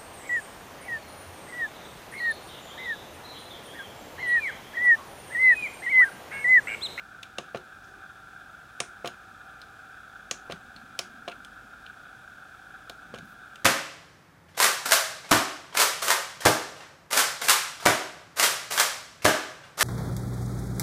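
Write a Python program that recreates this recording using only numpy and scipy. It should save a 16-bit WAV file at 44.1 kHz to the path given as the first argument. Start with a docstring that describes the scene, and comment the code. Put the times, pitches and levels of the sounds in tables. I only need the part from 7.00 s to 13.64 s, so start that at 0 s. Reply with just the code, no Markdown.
"""A finger presses the stiff keys of a plastic calculator lying on a wooden desk in a small room. Each key
snaps through and later knocks back with a short rattle; the case and desk thud under it. Blows are decaying
modes and noise cracks with a room tail; skin brushing past, and one brief seat rattle, are banded noise. Behind
them a small fan whines steadily as resonant noise, over sine lines of hum and shaped hiss."""
import sys
import numpy as np
from scipy import signal
from scipy.fft import rfft, irfft
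from scipy.io import wavfile
from scipy.ndimage import uniform_filter1d

SR = 44100
rng = np.random.default_rng(int(sys.argv[2]) if len(sys.argv) > 2 else 0)


def generate_wav(signal):
    """Clip the signal to [-1, 1] and save it as 16-bit WAV at the path in sys.argv[1]."""
    frames = np.transpose(np.atleast_2d(signal))
    scaled = np.clip(frames, -1, 1) * 32767
    pcm = np.round(scaled).astype(np.int16)
    wavfile.write(sys.argv[1], SR, pcm)


N = 292824
TIME = np.arange(N) / SR
RING = TIME[:SR // 4]  # time axis of one blow


def undb(db):
    """Decibels to gain."""
    return 10 ** (np.asarray(db) / 20)


def decay(t60):
    """Exponential fade of a blow, 60 dB down after t60 seconds."""
    return np.exp(-np.log(1000) * RING / t60)


def build_up(time_s):
    """Exponential rise of a blow from silence with the given time constant."""
    return 1 - np.exp(-RING / time_s)


def colour(x, points):
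    """Shape x by a (Hz, dB) curve, without moving it in time."""
    hz, db = np.transpose(points)
    f = np.fft.rfftfreq(len(x), 1 / SR)
    gain = undb(np.interp(np.log(f + 1), np.log(hz), db))
    return irfft(rfft(x) * gain, len(x))


def band(x, edges, kind, order=2):
    """Causal low-, high- or band-pass."""
    edges = np.clip(edges, 20, .47 * SR)
    return signal.sosfilt(signal.butter(order, edges, kind, fs=SR, output="sos"), x)


def white():
    """Noise of 0 dB per Hz."""
    return rng.standard_normal(N) * np.sqrt(SR / 2)


def hump(hz, width):
    """Noise in one bell-shaped band, 0 dB per Hz at its centre."""
    f = np.fft.rfftfreq(N, 1 / SR)
    bell = .5 ** (2 * ((f - hz) / width) ** 2)
    return irfft(rfft(white()) * bell, N)


def walk(rate):
    """Smooth chance of unit spread, changing about rate times a second."""
    size = int(SR / rate)
    steps = np.repeat(rng.standard_normal(N // size + 1), size)
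    w = uniform_filter1d(steps, size)[:N]
    return w / w.std()


def struck(x, db, size=353):
    """Set the rms level of the first 8 ms of a blow."""
    return x * undb(db) / np.sqrt(np.mean(x[:size] ** 2))


def air():
    """Room air and hiss: white noise shaped by a curve that falls towards the treble."""
    # hiss heard at the microphone: hz, level_db per Hz
    hiss = [(20, -102), (35, -89), (60, -85.5), (100, -83), (200, -86.5), (350, -90), (520, -92),
            (680, -87.5), (960, -92.5), (2000, -99), (3000, -101), (6000, -104.5), (10000, -109),
            (16000, -116)]
    return colour(white(), hiss)


def hum_lines(drift=0.00125, waver_db=3.5):
    """Mains and motor lines: sines whose pitch and level waver slightly."""
    # mains and motor lines: hz, level_db (rms, before the waver)
    hum = [(49.5, -70.5), (200, -75.5), (300, -75.5), (769.8, -66.5), (1201, -70), (1378, -64.5),
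           (1436, -76), (1774, -78), (2439, -78.5), (2578, -83.5), (3245, -93.5), (3440, -79)]
    lines = 0
    for hz, db in hum:
        phase = np.cumsum(hz * (1 + drift * walk(6))) / SR
        level = undb(db + waver_db * walk(2.61))
        lines = lines + np.sqrt(2) * level * np.sin(2 * np.pi * phase)
    return lines


def fan_whine(flutter_db=1.96):
    """Air rushes through the fan's resonances, all fluttering together in level."""
    # fan resonances: hz, width_hz, level_db per Hz at the centre (before the flutter)
    fan = [(759, 73, -83), (1421, 251, -76.5), (1520, 245, -77), (2453, 350, -95.5), (3496, 540, -96.5)]
    rush = sum(undb(db) * hump(hz, width) for hz, width, db in fan)
    return rush * undb(flutter_db * walk(130))


def room(blow, t60=0.22, first_s=0.0039):
    """A small furnished room: reflections from all sides blur the blow's spectrum into a smooth tail."""
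    # share of a blow that the walls send back: hz, level_db (relative to the blow)
    walls = [(50, -34), (120, -8), (600, -13.5), (1200, -6.5), (3000, -12.5), (4900, -11.5), (6300, -8.5),
             (8800, -9.5), (10500, -9), (15000, -16)]
    blurred = uniform_filter1d(np.abs(rfft(blow)) ** 2, size=130)
    noise = rfft(rng.standard_normal(len(RING)))
    diffuse = colour(irfft(noise * np.sqrt(np.abs(blurred)), len(RING)), walls)
    # the tail swells in over the first milliseconds, then dies away
    fade = decay(t60) * (1 - np.exp(-(RING / first_s) ** 2))
    return blow + diffuse * fade / np.sqrt(np.sum(fade ** 2))


def fingertip():
    """Skin brushes the key caps and the desk, and one key rattles briefly in its seat: banded noise with a
    rough level under a bell envelope."""
    # brushing hand, and at 4.32 s a brief rattle of the key settling in its seat: centre_s, half_length_s (to
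    # 1/e), centre_hz, width_hz, level_db (rms at the middle)
    slides = [(0.863, 0.063, 5600, 2000, -67), (0.943, 0.076, 356, 90, -61.5),
              (3.468, 0.035, 642, 910, -56), (3.534, 0.017, 140, 90, -46), (3.946, 0.65, 226, 79, -58),
              (4.321, 0.0094, 2580, 750, -47), (6.21, 0.14, 205, 111, -54.5),
              (6.293, .04, 12300, 6000, -65)]
    out = 0
    for s, length, hz, width_hz, db in slides:
        rub = hump(hz, width_hz) * undb(3.5 * walk(80))
        swell = np.exp(-((TIME - s) / length) ** 2)
        out = out + rub / rub.std() * undb(db) * swell
    return out


def ring(modes, detune, scatter_db, turns):
    """Decaying modes; every contact shifts their pitch, weight and phase a little at random."""
    hz, db, t60 = np.transpose(modes)[:, :, None]
    pitch, weight, phase = rng.standard_normal((3, len(modes), 1))
    swing = np.sin(2 * np.pi * (hz * (1 + detune * pitch) * RING + turns * phase))
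    return np.sum(undb(db + scatter_db * weight) * decay(t60) * swing, axis=0)


def case_thud(hard_hz, push_s=0.00078, buzz_db=-11, buzz_t60=0.039):
    """A push rocks the case on the desk, and its loose shell buzzes along."""
    # modes of the case on the desk: hz, level_db (relative), t60_s
    case_modes = [(103, -26, 0.17), (146, -10.5, 0.084), (224, -7, 0.062), (363, -14, 0.23),
                  (400.4, -11, 0.14), (458, -15, 0.059), (506, -23, 0.25), (550, -26, 0.037),
                  (602, -11, 0.087), (535, 10.5, 0.022), (670, -6, 0.065), (694, -1.5, 0.098),
                  (1100, -4.5, 0.065), (1175, 2.5, 0.045)]
    grit = rng.standard_normal(len(RING))
    case = ring(case_modes, detune=.005, scatter_db=1, turns=.07)
    # a soft push leaves out the case's upper modes
    rock = band(case * build_up(push_s), hard_hz, "low")
    buzz = band(grit, [1050, 1900], "band") * decay(buzz_t60)
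    return band(struck(rock, 0) + struck(buzz, buzz_db), 107, "high", order=4)


def key_click(ring_hz, build_s, boost, sharpness, crack_t60=0.016, crack_db=6):
    """A noise crack joins the ringing key cap and switch, with one resonance favoured."""
    # modes of key cap and switch: hz, level_db (relative), t60_s
    switch_modes = [(1897, 9, 0.015), (2338, 0.5, 0.062), (2726, 0.5, 0.042), (3050, 13, 0.013),
                    (3430, -3, .03), (3900, -26, 0.019), (3930, -4, 0.024), (5300, 3, 0.028),
                    (5970, -2, .03), (6180, 8, 0.019), (6695, 10, 0.023), (7500, -23, .02),
                    (7550, -30, .02), (8400, -14, 0.018)]
    # crack of the contact: hz, level_db (relative)
    crack_curve = [(1300, -38), (2300, 1), (3600, -2), (4900, 1.5), (6300, -6.5), (8700, -9),
                   (10000, -10.5), (15000, -15)]
    switch = ring(switch_modes, detune=.008, scatter_db=2, turns=.3)
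    grit = rng.standard_normal(len(RING))
    crack = colour(grit, crack_curve) * decay(crack_t60 + 4 * build_s)
    # a key that drags in its hole builds up gradually
    click = (struck(switch, 0) + struck(crack, crack_db)) * build_up(build_s)
    return click + boost * signal.lfilter(*signal.iirpeak(ring_hz, sharpness, SR), click)


def contact(thud_db, clack_db, snap_db, tick_db, hard_hz, ring_hz, build_s, boost=1.2, sharpness=4):
    """One contact: the case thud and three bands of the key's click, each at its own level."""
    thud = case_thud(hard_hz)
    click = key_click(ring_hz, build_s, boost, sharpness)
    clack = band(click, [1700, 4300], "band", order=4)
    snap = band(click, [5200, 9300], "band", order=4)
    tick = band(click, 8500, "high", order=4)
    low = struck(thud, thud_db) + struck(clack, clack_db)
    return low + struck(snap, snap_db) + struck(tick, tick_db)


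def click_bands(clack_db, bright_db, tick_below_db=8):
    """Clack, snap and tick levels of a light contact: the duller it is, the weaker its treble."""
    return clack_db, clack_db + bright_db, clack_db + bright_db - tick_below_db


def touch(clack_db, bright_db, ring_hz, build_s):
    """A light tick of the key cap that hardly moves the case."""
    bands = click_bands(clack_db, bright_db)
    tick = contact(clack_db - 16, *bands, hard_hz=1400, ring_hz=ring_hz, build_s=build_s,
                   boost=2.6, sharpness=7.3)
    return [(0.00035, tick)]


def chatter(from_s, until_s, scrape_db, bright_db, weaker_db=9, scatter_db=2, count=3):
    """On its way up the loose key taps the sides of its hole at random moments."""
    taps = []
    for k, (late, strength) in enumerate(rng.uniform(0, 1, (count, 2))):
        db = scrape_db - weaker_db + scatter_db * (2 * strength - 1)
        bands = click_bands(db, bright_db + 1)
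        tap = contact(db - 3, *bands, hard_hz=1400, ring_hz=2700, build_s=.0003)
        taps.append((from_s + (until_s - from_s) * (k + late) / count, tap))
    return taps


def release(thud_db, clack_db, hard_hz, build_s, scrape_s, scrape_db, seat_s, seat_db, bright_db):
    """The case rocks back softly, the key scrapes upwards and clicks into its seat."""
    knock_bands = click_bands(clack_db, bright_db - 4)
    scrape_bands = click_bands(scrape_db, bright_db)
    seat_bands = click_bands(seat_db, bright_db + 1.5)
    knock = contact(thud_db, *knock_bands, hard_hz, ring_hz=2380, build_s=build_s)
    scrape = contact(scrape_db + 2.5, *scrape_bands, hard_hz=1200, ring_hz=2980, build_s=0.0018)
    seat = contact(seat_db - 3, *seat_bands, hard_hz=1400, ring_hz=3850, build_s=0.00066)
    taps = chatter(scrape_s, seat_s, scrape_db, bright_db)
    return [(0, knock), (scrape_s, scrape), (seat_s, seat)] + taps


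def press(thud_db, clack_db, snap_db, tick_db, hard_hz, ring_hz, bottom_hz, travel_s, build_s=.00007):
    """The switch snaps, bright and light; the key then hits bottom, duller, and rocks the case."""
    snap = contact(thud_db - 16, clack_db, snap_db, tick_db, hard_hz, ring_hz, build_s, boost=2.9)
    bottom = contact(thud_db, clack_db - 9, snap_db - 4.5, tick_db - 6, hard_hz, bottom_hz, build_s,
                     boost=3.8, sharpness=5)
    return [(0, snap), (travel_s, bottom)]


def keypad():
    """Every touch, press and release plays its contacts in turn, each with its reverberation."""
    # a fingertip lands on a key and nudges it in its hole:
    # start_s, clack_db, brightness_db (snap over clack), strongest_ring_hz, build_up_s
    touches = [(0.228, -43.5, -7, 3770, .0027), (0.2309, -41.5, -18, 2920, .0005),
               (2.6161, -48, -8, 4600, .0004), (3.761, -47.5, -13.5, 4150, 0.0018),
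               (4.4474, -47.5, -6, 3280, .0001), (4.8625, -46.5, -22, 3080, .0011),
               (6.5566, -47.5, -8.5, 2630, .00015)]
    # a key snaps through and hits bottom: start_s, thud_db (at the bottom), clack_db, snap_db, tick_db
    # (these three at the snap), push_hardness_hz, snap_ring_hz, bottom_ring_hz, travel_s
    presses = [(0.3837, -31.5, -32.5, -42, -57, 880, 3050, 6740, 0.00092),
               (1.8023, -31.5, -29.5, -31.5, -49, 1800, 8360, 6000, 0.0016),
               (3.3112, -35, -30.5, -30.5, -46, 1390, 6900, 7000, .0008),
               (3.9902, -35.5, -29, -32, -41, 2200, 4120, 6000, .002),
               (5.8962, -41.5, -42, -50, -53, 900, 3700, 4500, .0008)]
    # the finger lets go, the key scrapes up its hole and seats: start_s, thud_db, clack_db, hardness_hz,
    # build_up_s, scrape_after_s, scrape_db, seat_after_s, seat_db, brightness_db (of the scrape)
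    releases = [(0.5464, -29, -46, 585, 0.0047, 0.011, -48.5, .0252, -47.5, -11),
                (2.0449, -30, -44, 740, .0041, 0.012, -40.5, 0.029, -35.5, -8),
                (3.4978, -34, -48, 506, .0036, .0108, -44.5, .0234, -37.5, -12),
                (4.2778, -33.5, -40.5, 1260, 0.00077, .0028, -39.5, .0415, -54, -14),
                (6.139, -36.5, -50.5, 750, 0.00092, 0.0047, -47.5, .0461, -48.5, -9)]
    out = np.zeros(N + len(RING))
    for action, table in (touch, touches), (press, presses), (release, releases):
        for s, *stroke in table:
            for after_s, blow in action(*stroke):
                start = int((s + after_s) * SR)
                out[start:start + len(RING)] += room(blow)
    return out[:N]


def scene():
    """Keys and hand over the steady fan, hum and hiss, in mono."""
    background = air() + hum_lines() + fan_whine()
    return (background + fingertip() + keypad())[None]


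def record(dry, top_hz=15900):
    """The recorder cuts the top with a steep low-pass."""
    low_pass = signal.ellip(10, .2, 70, top_hz, fs=SR, output="sos")  # ripple dB, stopband dB
    return signal.sosfilt(low_pass, dry)


dry = scene()
out = record(dry)
generate_wav(out)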